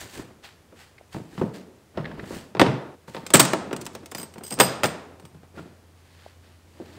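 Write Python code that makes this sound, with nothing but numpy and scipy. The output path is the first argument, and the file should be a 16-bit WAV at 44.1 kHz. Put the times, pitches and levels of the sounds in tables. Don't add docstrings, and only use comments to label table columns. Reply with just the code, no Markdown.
import sys
import numpy as np
from scipy import signal
from scipy.fft import rfft, irfft, next_fast_len
from scipy.io import wavfile
from scipy.ndimage import uniform_filter1d, minimum_filter1d

SR = 44100
rng = np.random.default_rng(int(sys.argv[2]) if len(sys.argv) > 2 else 0)


def inscribe(sig):
    pcm = np.round(np.clip(np.atleast_2d(sig).T, -1, 1) * 32767)
    wavfile.write(sys.argv[1], SR, pcm.astype(np.int16))


N = 308167
TIME = np.arange(N) / SR
AGE = TIME[:SR // 3]
EDGES = 30 * 2 ** np.arange(0, 9.6, .5)
CENTRES = np.sqrt(EDGES[1:] * EDGES[:-1])
BAND_FILTERS = [signal.butter(2, pair, "band", fs=SR, output="sos") for pair in zip(EDGES, EDGES[1:])]
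SETTLED_S, FAR_LATCH_S, DROP_S = 3.0, 4.14, 4.595

# t/s, level/dB, bass boost/dB, treble boost/dB, rebound against first hit/dB
KNOCKS = [(0.723, -32.5, -5, -12, -18), (1.145, -18, 4, -13, -4.5), (1.198, -28, 11.5, -20, -18),
          (1.377, -24, 15, 1.5, -7), (1.413, -2.5, -1, -25, -13.5), (1.973, -10, 4, -9, -12.5),
          (2.114, -28.5, 10, -6, -10), (2.305, -21, -5, -11.5, -6), (2.549, -18, 2, -3, -1),
          (2.595, 0.5, -2.5, 4.5, 0.5), (2.663, -11, 11.5, 1, -10), (3.08, -27.5, 6, -7, -14),
          (3.146, -21.5, -4, 0, 4), (3.533, -2.5, -17, -5.5, -29), (3.71, -17.5, -5, -6, -18.5),
          (4.357, -26.5, 1.5, -9.5, -3), (4.408, -22.5, -8, -13, -11.5), (4.514, -21.5, 6, -3.5, -9),
          (5.223, -45.5, 23.5, 2, -5), (5.345, -38.5, 14.5, -3, -8), (5.431, -37, -3, -4, -14),
          (5.572, -23.5, -5, -22, 2), (5.655, -33.5, 6, -21, -10), (6.799, -17, -11, -41, -26)]
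# f/Hz, level/dB, t60/s (the time to fade by 60 dB)
SHELL_MODES = [(122, -5.5, 0.056), (152.7, -9, 0.27), (178.4, -2, 0.34), (236.4, -2, .2), (316.5, -2, .18),
               (369.5, 6, 0.044), (512, -0.5, 0.13), (572, -3.5, 0.2), (660, -1.5, 0.19), (801, -10, 0.085),
               (914, 0.5, 0.14), (1060, -9.5, .09), (1260, -23, .1), (1484, -13, 0.055),
               (1715, -11.5, 0.023), (2430, -22, 0.048)]
# f/Hz, t60/s
SHELL_T60 = [(100, 0.19), (500, .085), (2000, 0.053), (10000, 0.044)]
# t/s, steel level/dB, ring boost/dB, shell level/dB, bass boost/dB, scrape level/dB
SNAPS = [(3.3374, 5.5, 3.5, -1.5, 3, -15), (3.396, 4.5, -1, -7.5, 5.5, -7), (4.5993, -1, 1.5, -3, 1, -13),
         (4.833, -5, -14.5, -9.5, 4, -48)]
# delay/s, steel change/dB, shell change/dB
SNAP_CONTACTS = [(0, -1, -0.5), (.0072, -4, -2), (.017, -11.5, -15.5), (.031, -15, -26)]
# t/s, steel level/dB, shell level/dB
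TICKS = [(3.264, -15, -35.5), (3.3026, -16.5, -21.5), (3.354, 1, -14), (3.4498, -7, -14),
         (3.5324, -11, -27.5), (3.728, -19.5, -17), (3.763, -17.5, -34.5), (3.813, -21, -35.5),
         (3.8637, -16.5, -25), (3.9498, -21.5, -27), (4.0583, -23.5, -43), (4.1179, -22.5, -27.5),
         (4.1475, -13.5, -23), (4.3378, -30, -47.5), (4.38, -29, -42), (4.588, -12.5, -21.5),
         (4.8555, -8.5, -40), (5.1968, -36.5, -39.5), (5.2516, -32, -40)]
# t/s, length/s, steel level/dB, shell level/dB
JINGLES = [(2.596, .02, -17.5, -35), (4.184, .052, -23.5, -28.5), (4.434, .05, -26.5, -42),
           (4.507, .02, -21.5, -35)]
# f/Hz, level/dB, t60/s
NEAR_LATCH_MODES = [(3120, -8, 0.04), (4680, -14, 0.04), (6300, -13.5, 0.017), (7920, -8.5, 0.09),
                    (8840, -8.5, 0.061), (8510, 0.5, 0.019), (8160, -0.5, 0.045), (9400, -13, 0.056),
                    (12060, -12, 0.026), (13500, -5.5, 0.023), (14700, -18, .04), (15400, -18.5, 0.027)]
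FAR_LATCH_MODES = [(3040, -16, .12), (4905, -13, .3), (5440, -22, .06), (6440, -23, .12), (7520, -19, .2),
                   (7850, -17, .2), (8403, -1, .18), (9300, -15, .14), (11690, -18, .17), (12000, -22, .2),
                   (13530, -16, .13), (13820, -12, .2), (14700, -21, .09), (15300, -14, .12)]
# t/s, length/s, level/dB
SLIDES = [(3.807, 0.011, -43), (3.847, .016, -43), (3.932, .018, -52.5), (4.108, 0.0098, -46),
          (4.155, 0.066, -45.5), (4.432, 0.12, -46.5)]
# t/s, length/s, level/dB
DRAGS = [(0, 0.024, -45.5), (0.125, 0.083, -42.5), (1.29, .1, -53), (1.937, 0.26, -40), (2.19, .1, -44.5),
         (2.306, 0.053, -39.5), (3.203, 0.82, -46), (4.563, 0.025, -30), (4.696, 0.42, -50.5),
         (5.533, 0.052, -45), (6.43, 0.037, -57.5), (6.726, 0.054, -53), (6.796, .2, -50.5)]
# peak t/s, rise/s, level/dB, hiss against rustle/dB
STROKES = [(0.017, 0.033, -42.5, -0.5), (.175, 0.057, -47.5, -0.5), (0.448, 0.01, -44, -9.5),
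           (0.811, 0.029, -50.5, -6.5), (1.144, 0.017, -48.5, -4), (1.42, 0.074, -53.5, -4),
           (1.547, 0.0054, -46.5, -6.5), (2.375, 0.077, -47, -1.5), (3.08, 0.0027, -53.5, -2),
           (3.155, .012, -49, -7), (5.585, .02, -57, -5.5), (6.28, .18, -57.5, -9),
           (6.458, 0.019, -60.5, -10.5), (6.96, .16, -58.5, -5.5)]
# t/s, length/s, f/Hz, level/dB
SQUEAKS = [(0.446, 0.007, 3120, -52), (0.98, 0.0068, 2170, -49), (2.043, 0.0028, 1750, -38.5),
           (2.053, 0.0064, 1775, -33), (2.113, 0.0031, 1610, -41), (2.194, 0.005, 1737, -37.5),
           (2.239, 0.0031, 1600, -44), (5.578, 0.017, 1368, -43)]
# t/s, level/dB
POPS = [(1.01, -37.5), (6.2619, -31.5)]
# f/Hz, level/dB
SHELL_COLOUR = [(40, -23.5), (90, -23), (140, 6), (260, 6.5), (450, 6), (1000, 2), (2000, -5.5),
                (4000, -13.5), (8000, -36.5), (11000, -42), (15000, -44)]
CRACK_COLOUR = [(300, 4), (1200, 3.5), (3200, -3), (6000, -3.5), (8200, 4), (10800, -15.5), (14000, -4.5)]
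RUSTLE_COLOUR = [(200, -11), (800, 1), (1200, -2.5), (1750, 3), (2250, -1.5), (3000, -0.5), (3700, -4.5),
                 (4600, -2.5), (8000, -32.5), (15000, -31.5)]
HISS_COLOUR = [(1000, -14), (4000, -3), (8000, 2.5), (10500, -6), (15000, -8)]
DRAG_COLOUR = [(50, -12), (110, 2.5), (350, 5.5), (700, -5.5), (1500, -13), (4000, -28), (12000, -45.5)]
BENCH_COLOUR = [(35, -16), (70, 0.5), (150, -1.5), (300, -22.5), (1000, -56.5)]
AIR_COLOUR = [(30, -22), (85, -0.5), (170, -7), (400, -10.5), (1200, -18.5), (4000, -26.5), (9000, -29.5),
              (15000, -36)]
# f/Hz, t60/s
ROOM_T60 = [(100, 0.23), (300, 0.92), (1000, 0.72), (3000, 0.58), (8000, .44), (15000, 0.24)]
# f/Hz, level/dB
ECHO_LEVEL = [(90, -14.5), (170, -4.5), (270, -9.5), (500, -9), (1000, -8.5), (2500, -10.5), (8000, -11),
              (15000, -25.5)]
# f/Hz, share from 0 to 1
ECHO_SCATTER = [(100, 0.89), (900, 0.78), (5000, 0.78), (9000, 0.042)]
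# t/s, level/dB
ECHO_DIP = [(2.95, 0), (2.96, -13), (3.07, -13), (3.08, 0)]
# t/s, level/dB
HUM_LEVEL = [(0, -69), (2.8, -66.5), (3.0, -59.5), (7, -54.5)]


def case_knocks(rebound_s=.019, rebound_bass_db=6, rebound_treble_db=-2):
    blows = []
    for s, db, bass_db, treble_db, rebound_db in KNOCKS:
        blows.append((s, db, bass_db, treble_db))
        blows.append((s + rebound_s, db + rebound_db,
                      bass_db + rebound_bass_db, treble_db + rebound_treble_db))
    return blows


def shell(blows, pulse_db=8, crowd_db=14, modes_db=12, rise_cycles=0.26):
    out, band_hiss = np.zeros(N), band_noise(N + len(AGE))
    hz, mode_db, t60 = np.transpose(SHELL_MODES)
    cycles = hz[:, None] * AGE
    rings = unit_energy(np.sin(2 * np.pi * cycles) * (1 - np.exp(-2 * cycles)) * fade(AGE, t60))
    impulse = 1. * (AGE == 0)
    pulses = [signal.sosfilt(sos, impulse) * (-1) ** k for k, sos in enumerate(BAND_FILTERS)]
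    pulses = unit_energy(np.array(pulses))
    crowd_rise = 1 - np.exp(-CENTRES[:, None] * AGE / rise_cycles)
    crowd_shape = crowd_rise * fade(AGE, at_hz(SHELL_T60, CENTRES))
    colour = unit_energy(from_db(at_hz(SHELL_COLOUR, CENTRES)) * np.sqrt(CENTRES))
    for s, db, bass_db, treble_db in blows:
        deep_db, lowest_hz = (-12, 115) if s > SETTLED_S else (5, 35)
        start = int(s * SR)
        bands = colour * blow_tone(CENTRES, bass_db, deep_db, treble_db)
        crowd = bands @ unit_energy(band_hiss[:, start:start + len(AGE)] * crowd_shape)
        shares = unit_energy(from_db(mode_db + 2.5 * rng.standard_normal(len(hz))))
        shares *= rng.choice([-1, 1], len(hz))
        modes = shares * blow_tone(hz, bass_db, deep_db, treble_db) @ rings
        blow = from_db(pulse_db) * bands @ pulses + from_db(crowd_db) * crowd + from_db(modes_db) * modes
        add(out, s, cut_bass(from_db(db) * blow, lowest_hz))
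    return out


def blow_tone(hz, bass_db, deep_db, treble_db, pivot_hz=350, treble_hz=3000, bend=0.91):
    height = np.maximum(np.log(hz / pivot_hz), 0) / np.log(treble_hz / pivot_hz)
    weight_db = at_hz([(70, bass_db + deep_db), (150, bass_db), (pivot_hz, 0)], hz)
    hardness_db = np.minimum(treble_db * height ** bend, max(treble_db, 0))
    return from_db(weight_db + hardness_db)


def latch_contacts(snap_treble_db=7.5, tick_ring_db=-13, jingle_ring_db=2,
                   gap_s=.0148, jitter_s=.001, uneven_db=3, loss_db=1.3):
    clicks, blows = [], []
    light_bass_db, light_treble_db = 2, 2.5
    for s, steel_db, ring_db, shell_db, bass_db, _ in SNAPS:
        for delay_s, steel_step_db, shell_step_db in SNAP_CONTACTS:
            clicks.append((s + delay_s, steel_db + steel_step_db, ring_db))
            blows.append((s + delay_s, shell_db + shell_step_db, bass_db, snap_treble_db))
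    for s, steel_db, shell_db in TICKS:
        clicks.append((s, steel_db, tick_ring_db))
        blows.append((s, shell_db, light_bass_db, light_treble_db))
    for s, length_s, steel_db, shell_db in JINGLES:
        for k, (late, strong) in enumerate(rng.standard_normal(size=(6, 2))):
            if k * gap_s < length_s:
                touch_s = s + k * gap_s + jitter_s * late
                touch_db = uneven_db * strong - k * loss_db
                clicks.append((touch_s, steel_db + touch_db, jingle_ring_db))
                blows.append((touch_s, shell_db + touch_db, light_bass_db, light_treble_db))
    return clicks, blows


def latches(clicks, crack_db=4, clink_db=4, near_db=9, far_db=12, lead_s=0.0045, scrape_s=0.0064):
    out, grit = np.zeros(N), noise(CRACK_COLOUR)
    for s, db, ring_db in clicks:
        crack = unit_energy(grit[int(s * SR):][:len(AGE)] * fade(AGE, t60=0.028)[0])
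        if s < FAR_LATCH_S:
            ring = from_db(near_db) * steel_ring(NEAR_LATCH_MODES, strain=0.031)
        elif s < DROP_S:
            ring = from_db(far_db) * steel_ring(FAR_LATCH_MODES, strain=0.008, length_share=0.44)
        else:
            ring = from_db(far_db) * steel_ring(FAR_LATCH_MODES, strain=0.0025)
        click = from_db(crack_db) * crack + from_db(clink_db) * clink() + from_db(ring_db) * ring
        add(out, s, from_db(db) * click)
    for s, *_, scrape_db in SNAPS:
        pressure = np.minimum(AGE / lead_s, 1) ** 2 * burst(lead_s + scrape_s)
        scrape = grit[rng.integers(N - len(AGE)):][:len(AGE)]
        add(out, s - lead_s, from_db(scrape_db) * pressure * scrape)
    return cut_bass(out, lowest_hz=500)


def steel_ring(modes, strain, length_share=1, pair_spread=.009):
    hz, mode_db, t60 = np.transpose(np.repeat(modes, 2, axis=0))
    detune, strength, phase = rng.standard_normal((3, len(hz)))
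    pitch = hz * (1 + pair_spread * (np.arange(len(hz)) % 2) + strain * detune)
    notes = np.sin(2 * np.pi * (pitch[:, None] * AGE + phase[:, None])) * fade(AGE, t60 * length_share)
    return unit_energy(from_db(mode_db + 3.8 * strength) @ notes)


def clink(t60=0.042, count=12, low_hz=1900, high_hz=10000):
    place, phase = rng.random((2, count))
    hz = low_hz * (high_hz / low_hz) ** ((np.arange(count) + place) / count)
    notes = np.sin(2 * np.pi * (hz[:, None] * AGE + phase[:, None]))
    return unit_energy(notes.sum(axis=0) * fade(AGE, t60)[0])


def sliding_loop():
    level, scratch = np.zeros(N), noise(HISS_COLOUR) * flutter(per_s=440, depth_db=9)
    for s, length_s, db in SLIDES:
        add(level, s, from_db(db) * burst(length_s, release_s=.004))
    return level * scratch


def rubbing(attack_s=0.033, release_s=0.069, drag_rustle_db=-20.5, bench_db=-6,
            usual_fall_s=.052, usual_db=-50.5, halving_db=14):
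    rumble, hiss = np.zeros((2, N))
    for s, length_s, db in DRAGS:
        attack = np.clip((TIME - s) / attack_s, 0, 1)
        release = np.exp(-np.clip((TIME - s - length_s) / release_s, 0, 20))
        rumble = np.maximum(rumble, from_db(db) * attack * release)
    rustle = from_db(drag_rustle_db) * rumble
    for s, rise_s, db, hiss_db in STROKES:
        fall_s = usual_fall_s * 2 ** ((usual_db - db) / halving_db)
        below_peak = np.where(TIME < s, ((s - TIME) / rise_s) ** 2 / 2, (TIME - s) / fall_s)
        stroke = from_db(db) * np.exp(-np.minimum(below_peak, 20))
        rustle += stroke
        hiss += from_db(hiss_db) * stroke
    brushing = rustle * noise(RUSTLE_COLOUR) + hiss * noise(HISS_COLOUR)
    brushing *= flutter(per_s=570, depth_db=2.5)
    bench_boom = from_db(bench_db) * (TIME < SETTLED_S) * noise(BENCH_COLOUR)
    dragging = rumble * (noise(DRAG_COLOUR) + bench_boom) * flutter(per_s=90, depth_db=4)
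    return brushing + dragging


def squeaks(wobble=0.17, overtone_db=-12):
    out = np.zeros(N)
    for s, length_s, hz, db in SQUEAKS:
        unsteady = rms_one(uniform_filter1d(rng.standard_normal(len(AGE)), size=24))
        phase = 2 * np.pi * np.cumsum(hz * (1 + wobble * unsteady)) / SR
        tone = np.sqrt(2) * (np.sin(phase) + from_db(overtone_db) * np.sin(2 * phase))
        add(out, s, from_db(db) * burst(length_s) * tone)
    return out


def pops(hz=650, swell_s=0.00098):
    out = np.zeros(N)
    swell = AGE / swell_s * np.exp(1 - AGE / swell_s)
    for s, db in POPS:
        add(out, s, from_db(db) * swell * np.sin(2 * np.pi * hz * AGE))
    return out


def workshop_echo(x, build_s=0.0032):
    t = TIME[:SR]
    tails = unit_energy(fade(t, at_hz(ROOM_T60, CENTRES)) * (1 - np.exp(-t / build_s)))
    level, scattered = from_db(at_hz(ECHO_LEVEL, CENTRES)), at_hz(ECHO_SCATTER, CENTRES)
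    wall_gains = level * np.sqrt((1 - scattered) * 2 * np.diff(EDGES) / SR)
    wall_echoes = wall_gains @ unit_energy(band_noise(SR) * tails)
    out = signal.fftconvolve(x, wall_echoes)[:N]
    for sos, tail, gain, wash in zip(BAND_FILTERS, tails, level * np.sqrt(scattered), band_noise(N)):
        stored = signal.oaconvolve(signal.sosfilt(sos, x) ** 2, tail ** 2)[:N]
        out += gain * np.sqrt(np.abs(stored)) * wash
    return out


def motor_and_air(hum_hz=86.1, air_db=-57):
    hum = np.sqrt(2) * np.sin(2 * np.pi * hum_hz * TIME) * flutter(per_s=34, depth_db=1)
    return gain_curve(HUM_LEVEL) * hum + from_db(air_db) * noise(AIR_COLOUR)


def from_db(db):
    return 10 ** (np.asarray(db) / 20)


def rms_one(x):
    return x / np.sqrt(np.mean(x ** 2, axis=-1, keepdims=True) + 1e-20)


def unit_energy(x):
    return rms_one(x) / np.sqrt(x.shape[-1])


def at_hz(points, hz):
    table_hz, values = np.transpose(points)
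    return np.interp(np.log(hz), np.log(table_hz), values)


def gain_curve(rows):
    return from_db(np.interp(TIME, *np.transpose(rows)))


def fade(t, t60):
    return np.exp(-np.log(1000) * t / np.reshape(t60, (-1, 1)))


def burst(length_s, release_s=0.0015):
    return np.exp(-np.maximum(AGE - length_s, 0) / release_s)


def flutter(per_s, depth_db):
    steps = rng.standard_normal(N // 10)
    return rms_one(from_db(depth_db * np.interp(TIME * per_s, np.arange(len(steps)), steps)))


def band_noise(size):
    white = rng.standard_normal((2, size + SR // 2))
    bands = [signal.sosfilt(sos, white[k % 2])[-size:] for k, sos in enumerate(BAND_FILTERS)]
    return rms_one(np.array(bands))


def noise(colour):
    size = next_fast_len(N)
    hz = np.maximum(np.arange(size // 2 + 1) * SR / size, 1)
    spectrum = rfft(rng.standard_normal(size)) * from_db(at_hz(colour, hz))
    return rms_one(irfft(spectrum, size)[:N])


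def cut_bass(x, lowest_hz):
    return signal.sosfilt(signal.butter(2, lowest_hz, "high", fs=SR, output="sos"), x)


def add(out, s, sound, delay_s=.001):
    start = int((s + delay_s) * SR)
    out[start:start + len(sound)] += sound[:N - start]


def scene():
    clicks, latch_blows = latch_contacts()
    direct = shell(case_knocks() + latch_blows) + latches(clicks) + sliding_loop()
    direct += squeaks() + rubbing()
    echo = gain_curve(ECHO_DIP) * workshop_echo(direct)
    return (direct + echo + pops() + motor_and_air())[None]


def record(dry, ceiling=1.4, clip_level=.97, cutoff_hz=15700):
    safe_gain = minimum_filter1d(ceiling / np.maximum(np.abs(dry), ceiling), size=45)
    limited = dry * uniform_filter1d(safe_gain, size=45)
    clipped = limited / (1 + (limited / clip_level) ** 10) ** (1 / 10)
    return signal.sosfilt(signal.ellip(10, .2, 70, cutoff_hz, fs=SR, output="sos"), clipped)


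dry = scene()
out = record(dry)
inscribe(out)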